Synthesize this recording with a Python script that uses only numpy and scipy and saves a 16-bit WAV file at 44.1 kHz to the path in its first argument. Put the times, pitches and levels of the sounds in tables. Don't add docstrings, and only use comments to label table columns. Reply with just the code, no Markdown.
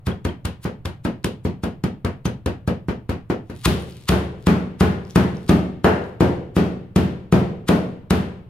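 import sys
import numpy as np
from scipy import signal
from scipy.fft import rfft, irfft
from scipy.io import wavfile

SR = 44100
rng = np.random.default_rng(int(sys.argv[2]) if len(sys.argv) > 2 else 0)


def master(y):
    cut = np.clip(np.atleast_2d(y).T, -1, 1)
    pcm = np.round(cut * 32767)
    wavfile.write(sys.argv[1], SR, pcm.astype(np.int16))


N = 374409

SLOW_FROM_S, QUICK_RING = 3.6, 0.49
SPOTS = 3
# freq_hz, likeness (below 0 counts as 0)
MIC_LIKENESS = [(60, 0.99), (130, 0.9), (290, 0.96), (640, 0.45), (1410, -0.16), (3100, 0.35), (6820, -4.5),
                (15000, -2.5)]
# landing_s, strength_db, boom_db, wood_db, hardness_db, crunch_db, crunch_rise_ms, crunch_lead_ms
PIN_BLOWS = [(0.07, -21.5, 3, 0, 5, -25.5, 3.9, 2.5), (0.251, -15.5, -4, -1, 2, -25.5, 2.1, 1.5),
             (0.45, -22, 2.5, -1, 3, -20.5, 2.1, -2), (0.652, -18, -4, 3, 2, -31, 8.5, 10.5),
             (0.853, -23.5, -1.5, 0.5, 4, -24, 2.4, -2), (1.051, -13, -13.5, -2, 0, -28, 3.8, 1.3),
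             (1.246, -14.5, -8.5, 0, -9.5, -15.5, 1.3, 3.5), (1.451, -12, -10, -3, -7, -38.5, 5.1, 1),
             (1.636, -15, -7.5, -.6, -1, -27.5, 4.1, -1.4), (1.839, -14.5, -6.5, -2, -1.5, -25.5, 1.2, 1.5),
             (2.047, -17.5, -0.5, 0.5, 1.5, -24.5, 0.94, 0), (2.255, -15.5, -4, -0.5, -1.5, -23, 2.6, 0.5),
             (2.461, -15, -1.5, .6, 1, -22.5, 0.83, 2), (2.677, -12.5, -9, 0.5, -1.5, -27.5, 2.4, 1.7),
             (2.885, -16, -3, 0.5, 1, -40, 2.7, 2), (3.093, -14, -4.5, -4.5, -0.5, -30.5, 2.5, -1),
             (3.3, -13.5, -13, 3.5, 0.5, -38, 3.2, -0.5), (3.498, -23, -9.5, -6.5, -0.5, -41.5, 2.1, 0.3),
             (3.66, -13.5, 0, 2.5, -2, -9.5, 5.5, 5), (4.094, -12.5, -4, 0.5, 2.5, -12, 4.5, 5),
             (4.471, -7.5, -11, -0.5, 2.5, -19.5, 3.2, 3.5), (4.809, -9, -7, 1, 3.5, -19.5, 4.6, 2.5),
             (5.159, -8, -7.5, 1, 3.5, -17.5, 3.3, 0.5), (5.494, -7.5, -7.5, 2, -0.5, -18.5, 4.7, 0),
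             (5.845, -10.5, -7.5, 9.5, 10.5, -22, 2.2, 1.5), (6.207, -9.5, -9.5, 7.5, 0.5, -23, 2.6, 0.5),
             (6.567, -6.5, -17, -1.5, -2.5, -26.5, 5.6, 2.5), (6.961, -6.5, -14, -3, -3, -20.5, 2.3, 0),
             (7.326, -7.5, -14, 4, -1, -21, 2.3, 3), (7.692, -9, -15.5, 5.5, 1.5, -16.5, 4.5, 6),
             (8.108, -10.5, -7, 1, 3, -15, 1.8, 3)]


def gain_of(db):
    return 10 ** (np.asarray(db) / 20)


def curve_at(points, hz, column=1):
    table = np.transpose(points)
    return np.interp(np.log(hz + 1), np.log(table[0] + 1), table[column])


def add(mix, start_s, sound):
    part = mix[round(start_s * SR):][:len(sound)]
    part += sound[:len(part)]


def minimum_phase(db):
    cepstrum = irfft(np.maximum(db, -160) * np.log(10) / 20)
    half = len(cepstrum) // 2
    cepstrum[1:half] *= 2
    cepstrum[half + 1:] = 0
    return irfft(np.exp(rfft(cepstrum)))[:half]


def stereo_noise(count, db_of, size):
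    hop = size // 4
    frames, hz = count // hop + 5, np.fft.rfftfreq(size, 1 / SR)[:, None]
    a, b, c, d = rng.standard_normal((frames, len(hz), 4)).T
    likeness = np.clip(curve_at(MIC_LIKENESS, hz), 0, 1)
    left = a + 1j * b
    right = likeness * left + np.sqrt(1 - likeness ** 2) * (c + 1j * d)
    spectra = np.array([left, right]) * gain_of(db_of(hz, np.arange(frames) * hop / SR))
    return signal.istft(spectra, nperseg=size, noverlap=size - hop)[1][:, :count]


def kitchen_hum(level_db=-43):
    # freq_hz, density_db
    spectrum = [(25, -14), (45, -19), (80, -13.5), (104, -5.5), (125, -1), (200, -25.5), (400, -32.5),
                (1000, -39), (3000, -53.5), (6000, -68), (16000, -62)]
    noise = stereo_noise(N, lambda hz, s: curve_at(spectrum, hz) + 0 * s, size=4096)
    return gain_of(level_db) * noise / np.std(noise)


def glass_chinks(t60_s=0.025):
    # start_s, pitch_hz, level_db
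    chinks = [(.116, 3310, -28.5), (.289, 3150, -27), (2.262, 6170, -22)]
    out, t = np.zeros(N), np.arange(4000) / SR
    for start_s, hz, db in chinks:
        envelope = gain_of(db - 60 * t / t60_s) * (1 - np.exp(-t / 0.001))
        add(out, start_s, envelope * np.sin(2 * np.pi * hz * t))
    return out


def kitchen_response(ring):
    # pitch_hz, level_db
    body_modes = [(62, -22.5), (75, 2), (82, -18.5), (92, 6.5), (104, -1), (121, -9), (132, -3),
                  (143, -6.5), (164, -4), (184, 0), (195, -14), (206, -8), (213, -11.5), (228, -11),
                  (238, -6), (248, -6.5), (277, -14), (295, -3.5), (326, -19.5), (351, 0), (369, -7),
                  (385, -1), (398, -2.5), (429, 0.5), (441, -20.5), (463, -8.5), (482, -0.5), (506, -4.5),
                  (545, -9.5)]
    # pitch_hz, level_db, t60_s
    pin_modes = [(193, 8, 0.049), (389, -15, 0.12), (480.6, -1, .16), (853, -11, .05), (1300, 6, 0.045),
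                 (1580, -5.5, 0.041)]
    # freq_hz, t60_s, diffuse_db
    walls = [(61, 1, -24), (84.6, 0.45, -27.5), (125, 0.54, -24.5), (170, 0.71, -1.5), (285, 0.57, 0.5),
             (509, 0.62, 4.5), (1160, 0.51, 1.5), (2920, 0.57, 1.5), (6000, 0.46, -3.5), (8100, 0.47, -6),
             (15000, 0.27, 3)]
    t = np.arange(int(.7 * SR)) / SR
    mode_rows = [(f, db, curve_at(walls, f)) for f, db in body_modes] + pin_modes
    hz, db, t60_s = np.transpose(mode_rows)[:, :, None]
    db = db + 2.0 * rng.standard_normal(db.shape)
    skew = np.arccos(np.clip(curve_at(MIC_LIKENESS, hz), 0, 1)) * rng.choice([-.5, .5], hz.shape)
    fade = gain_of(db - 60 * t / (t60_s * ring))
    fade *= 1 - np.exp(-t * hz / 0.2)
    modes = np.array([(fade * np.sin(2 * np.pi * hz * t + side * skew)).sum(0) for side in (1, -1)])
    modes *= np.sqrt(2 * 500 / SR) / np.linalg.norm(modes[0])
    dull_db = 2 * (ring < 1)

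    def tail_db(f, s):
        wall_t60_s = curve_at(walls, f)
        onset_db = curve_at(walls, f, column=2) - dull_db * f * 1e-4 - 10 * np.log10(wall_t60_s)
        return onset_db - 60 * s / (wall_t60_s * ring)

    tail = stereo_noise(len(t), tail_db, size=512)
    tail *= 1 - np.exp(-(t / (0.0042 * ring)) ** 2)
    return gain_of(-2.5) * modes + gain_of(-5.0) * tail / np.linalg.norm(tail[0])


def bag_film(rise_db_per_s=163.5, fall_db_per_s=112):
    # peak_s, level_db, pitch_hz
    snaps = [(1.23, -42, 4610), (3.552, -35, 10200), (3.5735, -33, 10100), (3.6107, -28, 10160),
             (3.7394, -27, 9300), (3.8225, -24.5, 9500), (3.8955, -32, 10300), (3.9225, -28, 4900),
             (3.9579, -36, 2550), (3.977, -35, 2000), (4.0093, -35, 8170), (4.4405, -41, 4450),
             (5.0507, -33, 5230), (5.0784, -40, 5400), (5.1023, -28, 6000), (5.1074, -23.5, 5850),
             (5.3467, -37, 4000), (5.3687, -27, 5530), (5.4789, -27, 4680), (6.039, -35, 4040)]
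    # start_s, level_db, hold_s
    rustles = [(3.564, -45.5, .05), (3.64, -39, .005), (3.804, -45, 0.21), (4.44, -51, .01),
               (5.11, -47, .01), (5.357, -50, .12), (6.03, -51, 0.008)]
    out, t = np.zeros(N), np.arange(-40, 160) / SR
    envelope = np.exp(-abs(t) / np.where(t < 0, .0001, .0004))
    for s, db, hz in snaps:
        snap = np.sin(2 * np.pi * hz * t) + 0.48 * rng.standard_normal(len(t))
        add(out, s, gain_of(db + 2.5) * envelope * snap)
    now, level_db = np.arange(N) / SR, np.full(N, -np.inf)
    for s, db, hold_s in rustles:
        drop_db = np.maximum(rise_db_per_s * (s - now), fall_db_per_s * (now - s - hold_s))
        level_db = np.maximum(level_db, db - np.maximum(0, drop_db))
    crackle = rng.standard_normal(N) * (rng.random(N) < .04)
    crackle *= gain_of(3.8 * np.minimum(rng.exponential(1, N), 6))
    out += gain_of(level_db) * crackle / np.std(crackle)
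    return signal.lfilter(*signal.butter(2, 2400, "high", fs=SR), out)


def crunch(rise_ms):
    t = np.arange(-2000, 1000) / SR
    swell = np.where(t < 0, np.exp(t / (rise_ms / 1000)), np.exp(-t / .0025))
    grains = rng.standard_normal(len(t)) * gain_of(1.6 * np.minimum(rng.exponential(1, len(t)), 4))
    return swell * grains / np.sqrt(np.mean(grains ** 2))


def cookie_bag(film, bright_from_db=-24.5):
    # freq_hz, gain_db
    spectrum = [(500, -44), (1000, -4), (2000, -10.5), (3500, -8), (6000, -15), (10000, -15.5),
                (16000, -28)]
    close, feeds = film.copy(), np.zeros((3, N))
    feeds[2] = film
    for landing_s, *_, db, rise_ms, lead_ms in PIN_BLOWS:
        s = landing_s - lead_ms / 1000
        crumbs = gain_of(db + 5.5) * crunch(rise_ms)
        tilt = np.array([1, -np.clip(0.08 * (bright_from_db - db), 0, .9)])
        add(close, s + .002 - 2000 / SR, np.convolve(crumbs, tilt))
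        add(feeds[int(s > SLOW_FROM_S)], s, np.linalg.norm(crumbs) * tilt)
    colour = minimum_phase(curve_at(spectrum, np.fft.rfftfreq(1024, 1 / SR)) + 6)
    return signal.oaconvolve(close, colour)[:N], signal.oaconvolve(feeds, colour[None])[:, :N]


def thud(strength_db, boom_db, wood_db, hardness_db, ring):
    # centre_hz, width_hz
    bands = [(200, 205), (80, 60), (550, 570), (1400, 1300), (3500, 2800)]
    # offset_db, boom_share, wood_share, hardness_share
    band_mix = [(0, 0.0082, 0, 0.061), (0.5, 0.88, 0.024, 0), (-11.5, 0, 0.95, 0.023), (-13, 0.058, 0.2, 1),
                (-19.5, 0.083, 0.099, 0.35)]
    hz = np.fft.rfftfreq(4096, 1 / SR)
    centre_hz, width_hz = np.transpose(bands)
    band_db = strength_db + np.array(band_mix) @ [1, boom_db, wood_db, hardness_db]
    density_db = band_db + 10 * np.log10(0.043 * ring * SR ** 2 / (2 * width_hz))
    rolloff_db = 40 * np.log10(1 + (46 / (hz + 1)) ** 2) + 30 * np.log10(1 + (hz / 6500) ** 2)
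    colour = minimum_phase(curve_at(sorted(zip(centre_hz, density_db)), hz) - rolloff_db)
    rock_times, rock_forces = rng.random((2, 4))
    pushes = np.zeros(250)
    pushes[(rock_times * 249).astype(int)] = 0.21 * (2 * rock_forces - 1)
    pushes[0] = -1
    return np.convolve(colour, pushes)


def rolling_pin():
    # landing_s, strength_db, boom_db, wood_db, hardness_db
    bounces = [(0.081, -21, -14, 2.5, 1), (2.056, -26.5, -1, 4, 10), (3.112, -24.5, -5.5, -2, 1),
               (3.678, -20, -0.5, 4.5, 0.5), (4.122, -15, -7.5, 6, 4)]
    thuds = np.zeros((2 * SPOTS, N))
    contacts = sorted([row[:5] for row in PIN_BLOWS] + bounces)
    for k, (s, *levels_db) in enumerate(contacts):
        late = int(s > SLOW_FROM_S)
        add(thuds[late * SPOTS + k % SPOTS], s, thud(*levels_db, ring=1 if late else QUICK_RING))
    return thuds


def scene():
    # freq_hz, lead_rad
    left_lead = [(500, 0), (2000, 1.05), (5000, 1.46), (16000, 1.66)]
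    glass, film, thuds = glass_chinks(), bag_film(), rolling_pin()
    bag_close, bag_feeds = cookie_bag(film)
    feeds = np.vstack([thuds, gain_of(3.0) * bag_feeds])
    feeds[0] += .5 * glass
    rings = [QUICK_RING] * SPOTS + [1] * SPOTS + [QUICK_RING, 1, 1]
    paths = np.array([kitchen_response(ring) for ring in rings])
    room = signal.oaconvolve(feeds[:, None], paths, axes=2)[:, :, :N].sum(0)
    lead_rad = curve_at(left_lead, np.fft.rfftfreq(N, 1 / SR))
    close = irfft(rfft(bag_close + glass) * np.exp(.5j * lead_rad * np.array([[1], [-1]])), N)
    direct_thuds = signal.lfilter(*signal.butter(2, 2200, fs=SR), thuds.sum(0))
    return kitchen_hum() + room + gain_of(-11) * direct_thuds + close


def record(dry, ceiling=.97, top_hz=15800):
    # freq_hz, left_minus_right_db
    balance = [(60, 0), (110, 0), (200, 0), (380, 0.5), (700, 2), (1290, 4), (2380, 2.0), (4400, 4.5),
               (8120, 0.5), (15000, 1)]
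    lean_db = curve_at(balance, np.fft.rfftfreq(N, 1 / SR))
    mics = irfft(rfft(dry) * gain_of(lean_db / 2 * np.array([[1], [-1]])), N)
    limited = mics / (1 + abs(mics / ceiling) ** 6) ** (1 / 6)
    lowpass = signal.firwin(201, top_hz, window=("kaiser", 9), fs=SR)
    return signal.oaconvolve(limited, lowpass[None], "same")


dry = scene()
out = record(dry)
master(out)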